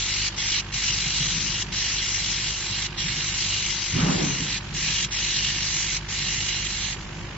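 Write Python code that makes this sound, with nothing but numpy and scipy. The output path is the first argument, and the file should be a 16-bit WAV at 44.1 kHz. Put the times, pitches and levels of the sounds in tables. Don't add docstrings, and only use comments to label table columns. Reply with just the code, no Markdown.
import sys
import numpy as np
from scipy import signal
from scipy.fft import rfft, irfft, next_fast_len
from scipy.io import wavfile
from scipy.ndimage import uniform_filter1d

SR = 44100
rng = np.random.default_rng(int(sys.argv[2]) if len(sys.argv) > 2 else 0)


def attenuation_scalar(level_db):
    decades = np.asarray(level_db, float) / 20
    return 10 ** decades


def wav_out(sig):
    wavfile.write(sys.argv[1], SR, np.round(np.clip(np.atleast_2d(sig).T, -1, 1) * 32767).astype(np.int16))


N = 325010
M = next_fast_len(N, True)

# on in seconds, off in seconds, time to strike in seconds.
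STROKES = [
    (-.03, 0.284, .02),
    (.361, 0.599, .022),
    (0.715, 1.626, 0.029),
    (1.714, 2.865, 0.016),
    (2.971, 4.58, .007),
    (4.73, 5.049, 0.026),
    (5.104, 5.975, 0.021),
    (6.079, 6.941, .016),
]
# time in seconds, heat in dB, plume leaning to the left port in dB.
SPOT = [(0, -29, 1), (.2, -28.5, 0), (.5, -27.5, -1.5), (1.0, -29.5, 0.2), (1.25, -28.5, 0),
        (1.42, -31.5, 4.5), (1.62, -30.5, 1), (1.8, -29.5, -1), (2.35, -30.5, 1), (2.6, -32.5, -.8),
        (3.1, -29.5, -1.5), (3.55, -29.5, -0.1), (3.75, -32, 4), (4.3, -32, 1), (4.5, -31.5, -1.5),
        (4.9, -28, 0.5), (5.901, -30.5, -2), (6.3, -29.5, -0.5)]
# frequency in Hz, level in dB per Hz.
SIZZLE_COLOUR = [(290, -59.5), (500, -33.5), (607, -27), (705, -38), (729, -28.5), (917, -31.5),
                 (1370, -18), (2110, -3), (2340, -4.5), (2880, -5.5), (4870, -5.5), (5850, -3),
                 (7700, -6.5), (10000, -59), (16900, -120)]
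# frequency in Hz, width in Hz, boost in dB.
GLASS_RINGS = [(2140, 280, -1), (2863, 184, 7), (3242, 71, 6.5), (3774, 55, 4.5), (4132, 230, 5.5),
               (5950, 250, 1.5)]
# frequency in Hz, left minus right in dB, likeness 0-1,
# left lead in radians.
SIZZLE_PORTS = [(500, -2, .4, 0), (1200, -1, .9, 0), (1600, -1, .85, 0), (2100, -4, .5, -.1),
                (2600, -1.5, .75, .2), (3700, -2, .75, .35), (4250, -4, .3, 1.2), (4700, 2, .3, 1.7),
                (5300, 9, .35, 2.6), (6000, 6, .3, 3.1), (6400, 0, .35, 3.2), (7500, -5, .2, 3.7)]
# multiple of the pump rate, level in dB rms.
THUMP = [(1, -42), (2, -44.5), (3, -52), (4, -50), (5, -58.5), (6, -75.5), (7, -55.5), (8, -62)]
# frequency in Hz, width in Hz, left in dB, right in dB.
VALVE_RINGS = [(616, 17, -72, -62), (785.5, 20, -68.5, -53), (929, 110, -62, -50.5),
               (1082, 140, -51.5, -63.5), (1538, 110, -61.5, -59)]
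# frequency in Hz, level in dB per Hz.
CABINET_COLOUR = [(18, -39), (30, -2.5), (55, -3), (74, -1.5), (142, 0.5), (313, -20), (395, -17),
                  (433, -19.5), (642, -26.5), (869, -19), (1230, -19), (1520, -17), (2900, -16),
                  (7700, -25), (10000, -75), (16900, -120)]
# frequency in Hz, width in Hz, boost in dB.
DUCT_RINGS = [(157, 57, 3.5), (290, 41, 4), (329.5, 30, 10.5), (371, 22, 3)]
# frequency in Hz, left minus right in dB, likeness 0-1,
# left lead in radians.
CABINET_PORTS = [(60, 0, 1, 0), (250, 0, .97, 0), (600, -4, .15, 0), (1200, -2, .8, 0), (2200, -4.5, .1, 0),
                 (2900, -4.5, .4, 0), (3600, 0, .1, 0), (7500, 0, .05, 0)]
# time in seconds, level in dB.
DRAUGHT = [(0, -49), (.55, -51.5), (1.05, -36.5), (1.6, -39), (2.05, -46), (2.5, -47.5), (3.5, -49),
           (4.4, -37), (4.9, -41.5), (5.9, -46.5), (6.3, -39), (7.37, -43.5)]
# start in seconds, peak in dB, hold in seconds.
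PUFFS = [
    (0.098, -49, 0.036),
    (.72, -39, .06),
    (2.15, -40, 0.041),
    (2.677, -40.5, .04),
    (3.02, -38.5, .03),
    (3.928, -21.5, 0.19),
    (4.17, -28, 0.11),
    (4.7, -36.5, 0.041),
    (5.505, -37.5, 0.07),
    (7.023, -34.5, 0.11),
]
# frequency in Hz, level in dB per Hz.
BUFFET_COLOUR = [(24, -41.5), (40, -11.5), (74, -16.5), (161, 4), (229, -10.5), (270, -8.5), (366, -12.5),
                 (551, -17), (1040, -21), (1500, -22.5), (2300, -28), (3300, -120)]
# frequency in Hz, left minus right in dB, likeness 0-1,
# left lead in radians.
BUFFET_PORTS = [(60, 0, .97, 0), (120, 0, .86, 0), (240, 0, .88, 0), (340, 0, .3, .5), (490, -.5, .3, 3),
                (900, -1.5, .05, 0)]
# time in seconds, peak in dB, frequency in Hz.
SLAPS = [(0.749, -32, 131), (0.897, -27.5, 136), (1.061, -25.5, 149), (1.204, -25, 138.5),
         (2.707, -28.5, 122), (3.039, -27, 158), (3.929, -21, 94.2), (3.958, -18.5, 126), (3.98, -22, 242),
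         (4.001, -21, 130), (4.028, -14, 154), (4.066, -24, 182), (4.093, -15.5, 166), (4.147, -21, 177),
         (4.231, -20.5, 160), (4.262, -20.5, 188), (4.325, -28, 133)]
# frequency in Hz, level in dB per Hz.
CARRIAGE_COLOUR = [(150, -31), (260, -4.5), (420, -2), (700, -3), (1300, -10.5), (2400, -14.5), (4000, -39)]
# frequency in Hz, middle in dB, side in dB.
SILENCE_SHARE = [(100, -20, -12), (300, -14, -13), (600, -8, -14), (1000, -9, -8.5), (1250, -9, -6.5),
                 (1700, -8, -9), (2200, -8, -11), (3000, -6, -8.5), (3600, -5.5, -6), (4100, -6.5, -8),
                 (4600, -7.5, -9), (6000, -8, -8), (6500, -5.5, -8), (7500, -7, -8)]

PUMP_HZ, PUMP_START = 49.969, .03
BODY_PER_LEAN, TREBLE_PER_LEAN, BODY_PER_HEAT, TREBLE_PER_HEAT = .3, .2, -.05, 0.02
LAST_FADE_DB_PER_S, LAST_LEAN_DB_PER_S = -6, -3
WARM_S, COLD_DB, COOL_DB_PER_S = 0.056, -3, 1001
CABINET_DB = -39
PUFF_RISE_S, PUFF_FALL_DB_PER_S, FLUTTER_DB = 0.034, 55.5, 2
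STEP_DB, HOME_DB, HOME_S, HOME_RISE_S = -55.5, -51, 7.05, .2


def read(table, hz):
    at, *columns = np.transpose(table)
    return [np.interp(np.log(hz + 1), np.log(at), c) for c in columns]


def level(x, db):
    return x * attenuation_scalar(db) / np.sqrt(np.mean(x ** 2))


def walk(rate):
    k = int(SR / rate)
    steps = np.repeat(rng.standard_normal(N // k + 1), k)
    return 1.74 * uniform_filter1d(uniform_filter1d(steps, k), k)[:N]


def at_ports(sources, colour, peaks, ports):
    hz = np.arange(M // 2 + 1) * SR / M
    db = read(colour, hz)[0]
    db = db + sum(g / (1 + (2 * (hz - f) / w) ** 2) for f, w, g in peaks)
    pan_db, like, lead = read(ports, hz)
    like = np.clip(like, 0, 1)
    side = np.array([[.5], [-.5]])
    shared, *private = rfft(sources)
    both = np.sqrt(like) * shared * np.exp(1j * side * lead)
    both = both + np.sqrt(1 - like) * np.array(private)
    return hz, both * attenuation_scalar(db + side * pan_db)


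def bands(hz, spectra, lo_hz, per_octave, count):
    place = np.clip(per_octave * np.log2((hz + 1) / lo_hz), 0, count - 1)
    for k in range(count):
        share = np.clip(1 - abs(place - k), 0, 1)
        yield lo_hz * 2 ** (k / per_octave), irfft(spectra * share, M)[:, :N]


def throb(turns, depth_db, late):
    return attenuation_scalar(depth_db * np.cos(2 * np.pi * (turns - late)))


def beam(t):
    lit = 0
    for on, off, strike in STROKES:
        age = np.clip(t - on, 0, None)
        cold_db = COLD_DB * np.exp(-age / WARM_S)
        cooling_db = COOL_DB_PER_S * np.clip(t - off, 0, None)
        lit = lit + np.minimum(age / strike, 1) * attenuation_scalar(cold_db - cooling_db)
    return lit


def burn(t, turns):
    s, *columns = np.transpose(SPOT)
    heat_db, pan_db = (np.interp(t, s, c) for c in columns)
    late = np.clip(t - s[-1], 0, None)
    heat_db = heat_db + LAST_FADE_DB_PER_S * late
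    pan_db = pan_db + LAST_LEAN_DB_PER_S * late
    surplus_db = heat_db - heat_db.mean()
    body_db = BODY_PER_LEAN * pan_db + BODY_PER_HEAT * surplus_db
    treble_db = TREBLE_PER_LEAN * pan_db + TREBLE_PER_HEAT * surplus_db

    crack_size = attenuation_scalar(2.0 * np.minimum(rng.exponential(size=M), 4))
    cracks = rng.standard_normal((3, M)) * crack_size
    hz, spectra = at_ports(cracks, SIZZLE_COLOUR, GLASS_RINGS, SIZZLE_PORTS)
    sizzle = 0
    for f, band in bands(hz, spectra, 1272, per_octave=4.244, count=12):
        bright = np.clip(np.log2(f / 3600) / 0.59, 0, 1)
        flicker_db = 0.33 * walk(3.2) + 1.42 * walk(25) + 0.57 * np.array([walk(9), walk(8.7)])
        sizzle = sizzle + band * attenuation_scalar((f < 2500) * body_db + bright * (treble_db + 0.24) + flicker_db)

    lean = attenuation_scalar(1.1 * np.array([pan_db - .6, .6 - pan_db]) / 2)
    gain = beam(t) * attenuation_scalar(heat_db) * lean
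    crackle = attenuation_scalar(0.52 * walk(150) + 0.14 * walk(7))
    return level(sizzle, 4.15) * gain * crackle * throb(turns, depth_db=1.02, late=0.25)


def pump(turns):
    thump = 0
    for k, db in THUMP:
        thump = thump - np.sqrt(2) * attenuation_scalar(db + .5 * walk(8)) * np.sin(2 * np.pi * k * turns)
    strength = np.repeat(attenuation_scalar(1.6 * rng.standard_normal(N // 400 + 1)), 400)[:N]
    knocks = np.diff(np.floor(turns), prepend=0) * strength
    valve = 0
    for f, width, *db in VALVE_RINGS:
        ring = signal.lfilter(*signal.iirpeak(f, f / width, SR), -knocks)
        valve = valve + level(ring, 0) * attenuation_scalar(np.array(db))[:, None]
    return thump + valve


def cabinet(turns):
    hz, spectra = at_ports(rng.standard_normal((3, M)), CABINET_COLOUR, DUCT_RINGS, CABINET_PORTS)
    spectra = spectra / np.std(irfft(spectra * (hz > 400), M))
    moved_off = turns > HOME_S * PUMP_HZ
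    out = 0
    for f, band in bands(hz, spectra, 40, per_octave=1.5, count=12):
        jet = np.clip(np.log2(f / 500) / 0.76, 0, 1) * np.clip(np.log2(9000 / f) / 1.5, 0, 1)
        rumble_db = -6. * (90 < f < 300) - 3.6 * (f < 60) - 2.7 * (60 < f < 90)
        hiss_db = (f > 3300) * (1.2 * walk(12) - 2.4 * moved_off)
        gain = attenuation_scalar(rumble_db + 0.27 * walk(1) + hiss_db)
        out = out + band * gain * throb(turns, depth_db=4.2 * jet, late=0.39)
    return out * attenuation_scalar(CABINET_DB - .5)


def airflow(t):
    power = attenuation_scalar(np.interp(t, *np.transpose(DRAUGHT)) + FLUTTER_DB * walk(11)) ** 2
    for at, peak_db, hold in PUFFS:
        fade_db = PUFF_FALL_DB_PER_S * np.clip(t - at - PUFF_RISE_S - hold, 0, None)
        rise = np.clip((t - at) / PUFF_RISE_S, 0, 1)
        power = power + (rise * attenuation_scalar(peak_db - fade_db)) ** 2
    return 10 * np.log10(power)


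def draught(t):
    flow_db = airflow(t)
    gust = attenuation_scalar(flow_db - flow_db.max())
    hollows = [(277, 45, 2), (360, 53, 0.5), (676, 240, -5)]  # Hz, width Hz, dB
    hz, spectra = at_ports(rng.standard_normal((3, M)), BUFFET_COLOUR, hollows, BUFFET_PORTS)
    out = 0
    for f, band in bands(hz, spectra, 60, per_octave=0.91, count=6):
        if 100 < f < 200:
            reach = 1 - 0.6 * gust
        elif f < 400:
            reach = gust ** 0.27
        else:
            smooth_gust = uniform_filter1d(gust, size=3001, origin=1200)
            reach = smooth_gust ** 0.5 * attenuation_scalar(1.4 + 1.4 * walk(12))
        out = out + band * reach * attenuation_scalar(2.5 * walk(25))
    out = out / np.std(irfft(spectra, M)) * attenuation_scalar(flow_db - 2.5)
    skew = np.array([[-1], [1]]) * 0.00015  # s, the eddy passes one port first
    for at, peak_db, f in SLAPS:
        age = np.clip(t - at, 0, None) / 0.007
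        swell = age * np.exp(1 - age)
        out = out + attenuation_scalar(peak_db - 1.2) * swell * np.sin(2 * np.pi * f * (t - at - skew))
    return out


def carriage(t):
    spectra = at_ports(rng.standard_normal((3, M)), CARRIAGE_COLOUR, [], CABINET_PORTS)[1]
    stepping = attenuation_scalar(STEP_DB) * np.clip(1 - 2 * beam(t), 0, 1)
    homing = attenuation_scalar(HOME_DB) * np.clip((t - HOME_S) / HOME_RISE_S, 0, 1)
    return level(irfft(spectra, M)[:, :N], 0) * (stepping + homing) * attenuation_scalar(1.5 * walk(18))


def scene():
    t = np.arange(N) / SR
    turns = PUMP_HZ * t + PUMP_START
    return burn(t, turns) + pump(turns) + cabinet(turns) + draught(t) + carriage(t)


def silence_weak_bands(x):
    hz, _, z = signal.stft(x, SR, nperseg=1024, noverlap=768)
    band = np.floor(np.minimum(hz / 170, 16 * np.log2(hz / 1700 + 1))).astype(int)
    member = (band == np.arange(band.max() + 1)[:, None]) * 1.
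    lines = np.maximum(member.sum(1), 1)
    band_power = member @ abs(z) ** 2
    power = uniform_filter1d(band_power, size=8) + 1e-18
    held = np.arange(z.shape[-1]) // 4 * 4
    quick, slow = rng.standard_normal((2, *power.shape))
    slow = uniform_filter1d(uniform_filter1d(slow, size=3, axis=1), size=24)
    bass_db = 10 * np.log10(power[:, :3].sum((0, 1)) / power.sum((0, 1)))
    extra_bass_db = bass_db - np.median(bass_db)
    treble = (member @ hz / lines > 3300)[:, None]
    robbed_db = np.clip(.22 * extra_bass_db, 0, .8) * treble
    lowest = (np.arange(len(member)) < 2)[:, None]
    given_db = np.clip(2.5 * (extra_bass_db - 3.5), -2, 10) * lowest
    luck_db = 1.5 * quick + 1.2 * slow / slow.std() - robbed_db + given_db
    share_db = 10 * np.log10(power / power.sum(0))
    limit_db = np.array(read(SILENCE_SHARE, hz))[..., None]
    empty = (share_db + luck_db)[..., held][:, band] < limit_db
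    usual = np.minimum(power, band_power) / lines[:, None]
    faint = abs(z) ** 2 < .3 * usual[:, band]
    empty |= faint & (hz > 400)[:, None]
    keep = np.where(empty, attenuation_scalar(-50), 1) * (hz < 7510)[:, None]
    return signal.istft(z * keep, SR, nperseg=1024, noverlap=768)[1][:, :N]


def band_limit(x):
    return signal.sosfilt(signal.butter(12, 8780, fs=SR, output="sos"), x)


def record(dry):
    mid, side = (dry[0] + dry[1]) / 2, (dry[0] - dry[1]) / 2
    side = signal.sosfilt(signal.butter(2, 90, "high", fs=SR, output="sos"), side)
    mid, side = silence_weak_bands(np.array([mid, side]))
    return band_limit(np.array([mid + side, mid - side]))


dry = scene()
out = record(dry)
wav_out(out)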